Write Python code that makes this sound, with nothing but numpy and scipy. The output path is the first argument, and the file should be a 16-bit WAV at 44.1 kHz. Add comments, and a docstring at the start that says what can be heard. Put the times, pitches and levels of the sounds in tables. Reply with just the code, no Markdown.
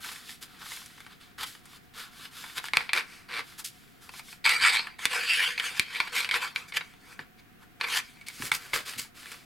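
"""Folded strips of thick paper are fitted together on a cutting mat in a small, quietly humming room.
First fingertips brush the paper with a fine hiss, and creases pop as it bends. Near 3 s a piece is nudged;
dull, low thumps sound under some of the loudest pops. At 4.4 s cut edges stick and slip over the mat,
making the strips ring. At 5 s one strip slides into another, then their seam is pressed. From 8.3 s
fingers smooth the standing frame, with more pops and soft thumps."""
import sys
import numpy as np
from scipy import signal
from scipy.fft import rfft, irfft
from scipy.io import wavfile
from scipy.ndimage import map_coordinates

SR = 44100
rng = np.random.default_rng(int(sys.argv[2]) if len(sys.argv) > 2 else 0)


def transcribe(u):
    """Save the signal u as a 16-bit wav file named by the first command-line argument.

    u: samples, shape (n,) or (channels, n), limited to [-1, 1]; the rate is SR.
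    q: integer samples, one column per channel.
    """
    v = np.clip(np.atleast_2d(u).T, -1, 1)
    q = np.round(v * 32767).astype(np.int16)
    wavfile.write(sys.argv[1], SR, q)


N = 416738

# Hand strokes. Body (low notes) and treble (high notes) are set against the level of the middle range.
# Columns: t/s, speeding up/s, easing off/s, level/dB, body/dB, treble/dB
# Fingertips on the strips, and two faint rustles (1.78 s and 7.59 s) while the hands rest
BRUSHES_AND_RUSTLES = [(0.0, 0.061, 0.17, -43.5, -6.5, 0), (0.235, 0.081, 0.053, -46.5, -20, -1),
                       (0.408, 0.021, 0.028, -45.5, -9, 2), (0.412, 0.12, 0.237, -57.5, -2.5, -4),
                       (0.587, 0.15, 0.13, -45, -12, 1), (0.605, 0.016, 0.02, -49, 5, -16),
                       (0.847, 0.08, 0.31, -58, -10.5, -2), (1.094, 0.03, 0.028, -52.5, -5, -10.5),
                       (1.197, 0.016, 0.095, -54, -7, -6), (1.378, 0.057, 0.016, -35, -3, -4),
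                       (1.445, 0.025, 0.093, -46.5, -14, 1), (1.632, 0.13, 0.028, -54, -5.5, -2),
                       (1.78, 0.06, 0.1, -69, -9, -1), (1.934, 0.075, 0.066, -42.5, -4.5, -4),
                       (2.108, 0.14, 0.045, -48.5, -5.5, -2), (2.307, 0.079, 0.27, -47, -6.5, -1),
                       (2.551, 0.035, 0.011, -34.5, -6, -5), (2.626, 0.034, 0.029, -42.5, -13, -2),
                       (3.406, 0.095, 0.094, -53, -8, -2.5), (3.577, 0.019, 0.022, -44.5, -3, 6),
                       (3.64, 0.01, 0.038, -40, -37, 5), (3.685, 0.047, 0.34, -62, -12.5, 0),
                       (4.005, 0.023, 0.1, -57, -3, 2.5), (4.112, 0.076, 0.027, -47.5, -13, 0),
                       (4.226, 0.09, 0.051, -50.5, -20, 1), (7.59, 0.041, 0.029, -65, 7.5, 0)]
NUDGES = [(2.735, 0.028, 0.1, -37.5, -4.5, -8.5), (2.933, 0.035, 0.049, -28, -5.5, -10.5),
          (3.023, 0.106, 0.13, -50.5, -8, -4.5), (3.284, 0.11, 0.025, -34, -4, -13)]  # a piece moved lightly on the mat
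DRAGS = [(4.439, 0.02, 0.045, -20.5, -15, -14.5), (4.491, 0.013, 0.097, -24, -11.5, -9.5),
         (4.594, 0.067, 0.12, -19.5, -13.5, -13.5), (4.727, 0.008, 0.046, -34.5, -19, -3)]  # cut edges pulled hard over the mat
PUSHES = [(4.982, 0.083, 0.034, -36, -12, -4.5), (5.093, 0.045, 0.18, -28.0, -9.5, -7.5),
          (5.264, 0.047, 0.168, -25, -21.5, -10), (5.364, 0.083, 0.077, -25.5, -13.5, -10),
          (5.572, 0.019, 0.029, -37, -9.5, -6), (5.616, 0.034, 0.096, -33, -13, -6.5)]  # one strip going into another
PRESSES = [(5.733, 0.044, 0.077, -37, -14.0, -9.5), (5.858, 0.13, 0.14, -37.5, -11, -12),
           (6.12, 0.065, 0.06, -26.5, -9.5, -8), (6.312, 0.049, 0.037, -31, -4.5, -8.5),
           (6.4, 0.027, 0.068, -33.5, -4.5, -9.5), (6.545, 0.022, 0.082, -43.5, -4.5, -5),
           (6.675, 0.012, 0.031, -52, -9, 0), (6.734, 0.038, 0.015, -29, -12.5, -12),
           (6.787, 0.013, 0.16, -53, -7.5, -6), (6.998, 0.12, 0.061, -55, -2.5, -2.5),
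           (7.193, 0.0096, 0.041, -50, -3, -11), (7.367, 0.029, 0.025, -58.5, -13, -7),
           (7.797, 0.043, 0.089, -39.5, 0, -9.5), (7.867, 0.11, 0.031, -29, -11, -6.0),
           (8.022, 0.02, 0.186, -53, -12, -4)]  # the seam being squeezed
SMOOTHINGS = [(8.26, 0.012, 0.048, -44.5, -12.5, -4), (8.283, 0.075, 0.082, -49.5, -9, 1),
              (8.377, 0.091, 0.03, -40.5, -4, 3.5), (8.517, 0.032, 0.029, -37, -8, 3.5),
              (8.558, 0.065, 0.23, -50.5, -0.5, -0.5), (8.728, 0.017, 0.058, -31, -1.5, -1),
              (8.849, 0.031, 0.084, -38.5, -7, -1.5), (8.975, 0.012, 0.052, -36.5, -12, 2.5),
              (9.142, 0.033, 0.31, -51.5, -4, -0.5), (9.245, 0.085, 0.055, -48, -7, -2)]  # finger pads on the standing frame
# Tone colours, or how strong each sound is from low to high: f/Hz, level/dB
HUSH_TONE = [(20, 1), (55, 2), (100, 3), (145, 5), (240, 4.5), (340, -1), (450, -4), (620, -14.5), (730, 2),
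             (820, -14), (1400, -5.5), (2200, -8), (7000, -26), (12000, -44)]
BRUSH_TONE = [(100, -18), (350, -18), (600, -18), (850, -9.5), (1000, -5), (1400, 3.5), (2000, 0.5),
              (3600, 7), (4800, 1.5), (5800, -8), (8500, -9), (12000, -9), (16000, -21.5)]
POP_TONE = [(100, -24.5), (550, -25), (900, -8.5), (1400, -5), (2300, -2), (3000, -7), (4500, -7),
            (5600, -15), (7000, -18.5), (9000, -13), (12000, -21.5), (16000, -31.5)]
NUDGE_TONE = [(100, -34.5), (350, -24), (640, -23.5), (910, -14.5), (1400, -6.5), (2280, -2.5),
              (3170, -10.5), (4700, -10.5), (5600, -20), (7000, -26.5), (8400, -23), (12600, -29),
              (16000, -41.5)]
DRAG_TONE = [(100, -23), (350, -21), (600, -23), (900, -5), (1500, 0.5), (2000, 3), (2500, 3), (3050, -4.5),
             (4100, -2.5), (4700, -0.5), (5600, -19), (9500, -20), (12000, -23.5), (16000, -41.5)]
PUSH_TONE = [(100, -46), (350, -12.5), (600, -14), (950, -1), (1500, 5), (2300, 2.5), (2900, 2), (3900, -4),
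             (4800, -2.5), (5600, -14), (9500, -12.5), (13000, -21.5), (16000, -31)]
PRESS_TONE = [(100, -34), (350, -20.5), (600, -24), (950, -5.5), (1400, -1), (1800, 1), (2300, 2.5),
              (3300, -2.5), (3900, -1.5), (4800, -4.5), (5600, -10.5), (9500, -13), (13000, -17.5),
              (16000, -31.5)]
SMOOTH_TONE = [(100, -21), (350, -19.5), (600, -17), (850, -19), (1100, -10), (1600, -1.5), (2300, 5),
               (3200, 3.5), (4700, 4), (5800, -4), (8500, -4), (12000, -6.5), (16000, -14.5)]
ECHO_TONE = [(150, 3), (500, 7), (1000, 2.5), (2500, -1), (4800, -3), (8000, -6.5), (15000, -6.5)]
# Notes at which the folded strips ring: f/Hz, width/Hz, boost/dB
STRIP_NOTES = [(498.5, 49, 17), (890, 19, -3), (1246, 15, -14), (1250, 110, -4), (1940, 5.9, 7),
               (2227, 74, 4), (2373, 28, 6.5), (2490, 120, 3), (3210, 69, 8.5), (3544, 37.5, 8),
               (3680, 100, -1), (4400, 46, 1), (4645, 50, 9)]
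# Creases popping: t/s, level/dB, body/dB, treble/dB, panel f/Hz, crumple share (0-1)
CREASE_POPS = [(0.0593, -50, 5, -8, 2000, 0.6), (0.1585, -41.5, -12, -10, 1900, 0.6),
               (0.8603, -49.5, -13, 4.5, 2240, 0.4), (1.004, -46, -3, -6, 2050, 0.5),
               (1.0638, -47, -1, -9, 1810, 0.86), (1.6548, -54, -1, 3.5, 2090, .9),
               (2.254, -41, -9, -10, 2900, 0.4), (2.4395, -45.5, 6, -8, 2110, 0.7),
               (2.6417, -41, 6, -3, 1720, 0.04), (2.6845, -35, -7.5, -11, 1910, 0.25),
               (2.7348, -21.5, -8, -18.5, 2220, 0.17), (2.7705, -14, -10, -14, 2520, .01),
               (2.8066, -34, -2, -26, 2190, .2), (2.892, -26, -10.5, -32, 2250, 0.5),
               (2.9327, -16, -13.5, -13.5, 2320, 0.27), (2.9738, -23.5, -5, -15, 2140, 1),
               (4.092, -44, -0.5, -9, 2640, 0.4), (4.1375, -47.5, 2, -6, 2340, 0.7),
               (4.194, -40.5, -4, -5, 2390, 0.5), (4.493, -17, -16.5, -10.5, 2000, .45),
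               (4.794, -27, -8, -30, 2350, 0.6), (4.8702, -38, 2.5, -13.5, 1660, 0.66),
               (4.991, -42.5, 2.5, -7, 2000, 0.8), (5.0544, -16.5, -15.5, -8, 2030, 0.05),
               (5.5783, -25, -13, -20, 2480, 0.5), (5.5971, -22.5, -13, -15, 1780, 1),
               (5.796, -14.5, -27, -10, 2380, 0.02), (5.9628, -30.5, -14, -17, 2430, 1),
               (6.002, -19.5, -6.5, -19, 2240, .3), (6.075, -38, -1.5, -14, 2120, 0.5),
               (6.245, -26.5, -13, -13.5, 2960, 1), (6.2901, -27, -13.5, -17, 2260, 0.6),
               (6.3108, -19.5, -17, -20, 2170, 0.86), (6.34, -21, -10, -20, 2100, 0.87),
               (6.5604, -22, -22, -22.5, 2340, 0.03), (6.722, -35.5, -10, -20, 2150, 0.6),
               (6.8092, -34, -3.5, -25, 2230, 0.46), (7.192, -40.5, 5, -18, 1680, 0.3),
               (7.8114, -22.5, -10.5, -23, 2370, 0.2), (7.841, -26, -8, -29, 2420, 0.6),
               (8.211, -45.5, -8.5, -10, 2190, 1), (8.2848, -38.5, -14, 2.5, 2210, .1),
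               (8.2997, -43, -8, -14, 2120, 0.4), (8.4223, -34, -3, -10, 1700, 0.1),
               (8.5161, -18.5, -8, -9.5, 2046, 0.98), (8.7333, -23, -12.5, -20, 2130, 0.8),
               (9.2681, -44.5, -11, -10, 2260, .5), (9.3174, -40, -10, -4, 1510, 0.62)]
# Dull, low thumps, the first three under some of the loudest paper pops:
# t/s, level/dB, f/Hz, rumble's time to fade by 60 dB/s, rumble share (0-1)
THUMPS = [(2.7706, -38, 330, 0.019, 0.65), (5.0549, -39.5, 274, 0.029, 0.03),
          (5.7965, -36, 221, 0.041, 0.08), (7.191, -44.5, 294, 0.14, 0.9), (8.401, -39, 230, 0.074, 0.87),
          (8.43, -39, 228, 0.11, 0.8), (8.516, -44.5, 217, 0.13, .9), (8.734, -46, 280, .2, .8),
          (8.966, -43, 200, 0.21, 0.7), (8.99, -43, 181, 0.15, 0.7)]
# Runs of an edge catching on the mat: t/s, length/s, level/dB
CHATTERS = [(3.331, .055, -35.5), (4.454, .014, -20.5), (4.7434, .031, -22), (5.949, .012, -33.5)]
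# The note of the hollow between the strips, shifting as they slide together: t/s, f/Hz, boost/dB
HOLLOW_NOTE = [(5.1, 2250, 5.5), (5.25, 2460, 3.5), (5.32, 2660, 7), (5.4, 2820, 1), (5.46, 3040, 7),
               (5.52, 2190, 4), (5.7, 2250, 0.5)]
# How long the room echoes: f/Hz, time to fade by 60 dB/s
ECHO_FADE = [(150, 0.1), (800, 0.19), (2200, 0.17), (5500, 0.18), (14000, 0.16)]

FFT_SIZE, FRAME = 4096, 512  # in samples
HZ = np.fft.rfftfreq(FFT_SIZE, 1 / SR)


def amp(db):
    """Turns decibels into a number to multiply by."""
    return 10 ** (np.asarray(db) / 20)


def unit(x):
    """Scales a signal to an average strength (rms) of one."""
    return x / np.sqrt(np.mean(x ** 2) + 1e-20)


def curve(points, hz):
    """Joins (frequency, value) points with straight lines along a scale of octaves."""
    f, value = np.transpose(points)
    return np.interp(np.log(hz + 1), np.log(f), value)


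def add(mix, s, sound):
    """Mixes a sound in at s seconds."""
    part = mix[max(round(s * SR), 0):][:len(sound)]
    part += sound[:len(part)]


def peak(centre_hz, width_hz, db, hz=HZ):
    """The boost in dB around one ringing note."""
    return db / (1 + (2 * (hz - centre_hz) / width_hz) ** 2)


def paper_db(tone, ring):
    """A tone colour in dB, with the strips' notes added as strongly as ring says."""
    return curve(tone, HZ) + ring * sum(peak(*note) for note in STRIP_NOTES)


def bands(colour, body_hz=1500, treble_hz=5200):
    """Weights that pick out the middle, body and treble of a tone colour, all equally strong."""
    body = 1 / (1 + (HZ / body_hz) ** 6)
    treble = 1 - 1 / (1 + (HZ / treble_hz) ** 14)
    middle = 1 - body - treble
    return np.array([band / np.sqrt(np.mean((band * colour) ** 2)) for band in (middle, body, treble)])


def tap(colour):
    """The quickest tap that has this tone colour (minimum phase)."""
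    log_gain = np.log(np.maximum(colour, colour.max() * 1e-5))
    mirrored = np.concatenate([log_gain, log_gain[-2:0:-1]])
    return np.fft.ifft(np.exp(np.conj(signal.hilbert(mirrored)))).real[:len(HZ)]


def wander(count, per_s):
    """A random line that heads for a new value per_s times a second."""
    points = rng.standard_normal(4000)
    return unit(np.interp(np.arange(count) * per_s / SR, np.arange(len(points)), points))


def patches(shape, rows, columns):
    """Random hills and dips over pitch and time, spaced so many rows and columns apart."""
    points = rng.standard_normal((300, 1200))
    row, column = np.indices(shape)
    return unit(map_coordinates(points, [row / rows, column / columns], order=1, mode="mirror"))


def strokes(rows, t, contact_s=0.0054, slow_db=-12.5):
    """Strength of middle, body and treble at times t: each stroke swells and fades with hand speed."""
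    start, rise, fall, level, body, treble = np.transpose(rows)[:, :, None]
    past_top = t - start - rise
    slope_s = np.maximum(np.where(past_top < 0, rise, fall), contact_s)
    swell_db = slow_db * abs(past_top / slope_s) ** 1.304
    contact = np.clip((t - start) / contact_s, 0, 1)
    bands_db = (swell_db, body + 0.91 * swell_db, treble + 1.036 * swell_db)  # faster is brighter
    return np.array([np.linalg.norm(contact * amp(level + band_db), axis=0) for band_db in bands_db])


def rub(rows, tone, db, ring, slips_per_s, slip_share, flutter_db, flex_db,
        sing_hz=0, sing_db=0, hollow=None, firm_db=-36):
    """Rubbing: hissing fibres and tiny separate slips set the paper ringing."""
    first_s = rows[0][0]
    last_s = max(start + rise + 3 * fall for start, rise, fall, *_ in rows)
    t = np.arange(round(first_s * SR), min(round(last_s * SR), N)) / SR
    hop = FRAME // 4
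    slipping = rng.random(len(t)) < slips_per_s / SR
    size, fibres = rng.standard_normal((2, len(t)))
    slips = unit(slipping * np.sign(size) * np.minimum(0.29 + abs(size), 1.8))
    force = np.interp(t, t[::hop], strokes(rows, t[::hop])[0])
    grip = force / (force + amp(firm_db))  # a light touch glides, a firm one sticks and slips
    hiss = unit(fibres * amp(flutter_db * grip * wander(len(t), per_s=260)))
    share = slip_share * grip
    friction = np.sqrt(share) * slips + np.sqrt(1 - share) * hiss
    colour = amp(paper_db(tone, ring))
    ringing = signal.oaconvolve(friction, tap(colour))[:len(t)]
    hz, times, grid = signal.stft(ringing, SR, nperseg=FRAME, noverlap=FRAME - hop)  # pitch by time
    hz, times = hz[:, None], times + first_s
    grid *= bands(colour)[:, ::FFT_SIZE // FRAME].T @ strokes(rows, times)
    grid *= unit(amp(flex_db * patches(grid.shape, rows=3.014, columns=11)))  # flexing shifts the tone
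    grid *= amp(peak(sing_hz, 520, sing_db * np.interp(times, t, grip), hz))  # a firm grip sings one note
    if hollow is not None:
        when, note_hz, boost_db = np.transpose(hollow)
        note_shape = peak(np.interp(times, when, note_hz), 660, 1, hz) - 0.46
        grid *= amp(np.interp(times, when, boost_db) * note_shape)
    sound = signal.istft(grid, SR, nperseg=FRAME, noverlap=FRAME - hop)[1][:len(t)]
    soft_ends = signal.windows.tukey(len(t), 0.012 * SR / len(t))
    out = np.zeros(N)
    add(out, first_s, amp(db) * sound * soft_ends)
    return out


def room_hush(rumble_db=-56.5, hiss_db=-68, likeness=0.037):
    """A low room rumble, only slightly alike on left and right, and a thin, steady hiss."""
    shared, *sides = rng.standard_normal((3, N))
    noise = np.sqrt(likeness) * shared + np.sqrt(1 - likeness) * np.array(sides)
    colour = amp(curve(HUSH_TONE, np.fft.rfftfreq(N, 1 / SR)))
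    rumble = unit(irfft(rfft(noise) * colour, N))
    hiss = unit(np.diff(rng.standard_normal(N + 1)))
    return amp(rumble_db) * rumble + amp(hiss_db) * hiss


def brushes_and_rustles():
    """Skin hisses on paper and a firm pinch rings the glued corner; two faint rustles fall in pauses."""
    return rub(BRUSHES_AND_RUSTLES, BRUSH_TONE, db=-0.98, ring=0.15, slips_per_s=260, slip_share=0.76,
               flutter_db=4, flex_db=1, sing_hz=1950, sing_db=11, firm_db=-34.5)


def snap(level, body, treble, panel_hz, crumple, buckle_fade_s=0.026, crumple_fade_s=0.144):
    """A paper panel buckles with one sharp pop, and smaller crumples follow right after."""
    t = np.arange(len(HZ)) / SR
    panel_db = peak(panel_hz, 400, db=10) + peak(1.73 * panel_hz, 400, db=7)
    colour = amp(paper_db(POP_TONE, ring=0.62) + panel_db)
    pop = tap(colour * (amp([0, body, treble]) @ bands(colour)))
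    bending = np.exp(-4j * np.pi * 0.000694 * np.sqrt(1000 * HZ))  # high notes cross the paper fastest
    pop = irfft(rfft(pop, FFT_SIZE) * bending)[:len(t)]
    share = np.sqrt(crumple)
    fade = amp(-60 * t / buckle_fade_s) + share * amp(-12 - 60 * t / crumple_fade_s)
    crackle = rng.standard_normal(len(t)) * fade * (t > 0.0004)
    crumples = signal.fftconvolve(crackle, pop)[:len(t)]
    crumples *= np.linalg.norm(pop) / np.linalg.norm(crumples)
    sound = np.sqrt(1 - share) * pop + np.sqrt(share) * crumples
    return amp(level) * np.sqrt(0.0043 * SR) * sound


def crease_pops():
    """The creases pop as the strips are bent and set down."""
    out = np.zeros(N)
    for s, *crease in CREASE_POPS:
        add(out, s, snap(*crease))
    return out


def crinkles(count=130, spread_db=3.5, spread_octaves=0.46):
    """The paper ticks at random moments under the fingers, louder under a firmer stroke."""
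    out = np.zeros(N)
    times = rng.uniform(0, N / SR, count)
    forces = np.minimum(strokes(BRUSHES_AND_RUSTLES + SMOOTHINGS + PRESSES, times)[0], amp(-45))
    for s, force, (size, pitch) in zip(times, forces, rng.standard_normal((count, 2))):
        hz = 2000 * 2 ** (spread_octaves * pitch)
        add(out, s, force * snap(spread_db * size, body=-2, treble=-9, panel_hz=hz, crumple=0.43))
    return out


def mat_nudges():
    """Cut edges scrape lightly as a piece is nudged over the mat."""
    return rub(NUDGES, NUDGE_TONE, db=-1.5, ring=0.4, slips_per_s=180, slip_share=0.63,
               flutter_db=0.5, flex_db=0.8)


def low_thumps(damping=0.82, ring_hz=141, thump_cut_hz=32, rumble_cut_hz=85):
    """Dull, low thumps, most of them under paper pops, each with a short rumble that rings one note."""
    out, t = np.zeros(N), np.arange(SR // 4) / SR
    rumble_colour = HZ ** 2 / (HZ ** 2 + rumble_cut_hz ** 2) * amp(peak(ring_hz, 45, db=7))
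    bass_cut = HZ / (HZ + 1j * thump_cut_hz)
    for s, level, hz, fade_s, share in THUMPS:
        colour = abs(bass_cut / (1 - (HZ / hz) ** 2 + 1j * damping * HZ / hz))
        shake = rng.standard_normal(len(t)) * amp(-60 * t / fade_s)
        rumble = signal.fftconvolve(shake, tap(colour * rumble_colour))
        size = amp(level) * np.sqrt(0.0061 * SR)
        add(out, s, size * np.sqrt(1 - share) * tap(unit(colour)))
        add(out, s, size * np.sqrt(share) * rumble / np.linalg.norm(rumble))
    return out


def edge_chatter(gap_s=0.0087, uneven_db=1.5):
    """An edge sticks and lets go at a steady pace, snapping the same panel each time."""
    out = np.zeros(N)
    for start, length, level in CHATTERS:
        for s in np.arange(start, start + length, gap_s):
            catch_db = level + uneven_db * rng.standard_normal()
            add(out, s, snap(catch_db, body=-16, treble=-18, panel_hz=2290, crumple=0.25))
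    return out


def edge_drags():
    """Cut edges dragged hard over the mat stick and slip, with a faint, high squeak."""
    return rub(DRAGS, DRAG_TONE, db=-1, ring=0.79, slips_per_s=600, slip_share=0.73,
               flutter_db=-2, flex_db=3.5, sing_hz=8210, sing_db=16)


def strip_pushes():
    """Paper slides inside paper, and the hollow between the strips rings at a shifting pitch."""
    return rub(PUSHES, PUSH_TONE, db=-0.7, ring=0.78, slips_per_s=420, slip_share=0.26,
               flutter_db=2.5, flex_db=3, hollow=HOLLOW_NOTE)


def seam_presses():
    """The seam rubs with a fine grain as the frame is pressed and picked up."""
    return rub(PRESSES, PRESS_TONE, db=-0.7, ring=1, slips_per_s=1100, slip_share=0.34,
               flutter_db=5, flex_db=3)


def frame_smoothing():
    """Soft finger pads glide over the standing frame and damp it, so the hiss stays even."""
    return rub(SMOOTHINGS, SMOOTH_TONE, db=-1.7, ring=0.1, slips_per_s=250, slip_share=0.33,
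               flutter_db=2.5, flex_db=1, firm_db=-45)


def room_echo(sound, echo_db=-3.5):
    """The direct sound plus a short echo, different on each side and weaker in the treble."""
    hz, t, grid = signal.stft(rng.standard_normal((2, SR // 2)), SR, nperseg=256)
    fading_db = curve(ECHO_TONE, hz)[:, None] - 60 * t / curve(ECHO_FADE, hz)[:, None]
    echo = signal.istft(grid * amp(fading_db), SR, nperseg=256)[1]
    echo *= np.clip(np.arange(echo.shape[1]) / SR / 0.0012, 0, 1)  # table and hands reflect almost at once
    response = amp(echo_db) * echo / np.sqrt(0.037 * SR)
    response[:, 0] += 1  # the direct sound
    return signal.fftconvolve(sound[None], response, axes=1)[:, :N]


def scene(lean_db=0.4):
    """The room's hush and all the handling sounds, with the hands a little to the left."""
    handling = brushes_and_rustles() + crease_pops() + crinkles() + mat_nudges() + low_thumps()
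    handling += edge_chatter() + edge_drags() + strip_pushes() + seam_presses() + frame_smoothing()
    return room_hush() + room_echo(handling) * amp([[lean_db / 2], [-lean_db / 2]])


def record(dry, ceiling=0.85, top_hz=16200):
    """Rounds off the sharpest peaks, then cuts the very highest treble."""
    rounded = dry / (1 + (dry / ceiling) ** 4) ** 0.25
    treble_cut = signal.firwin(511, top_hz, window=("kaiser", 9), fs=SR)
    return signal.oaconvolve(rounded, treble_cut[None], "same")


dry = scene()
out = record(dry)
transcribe(out)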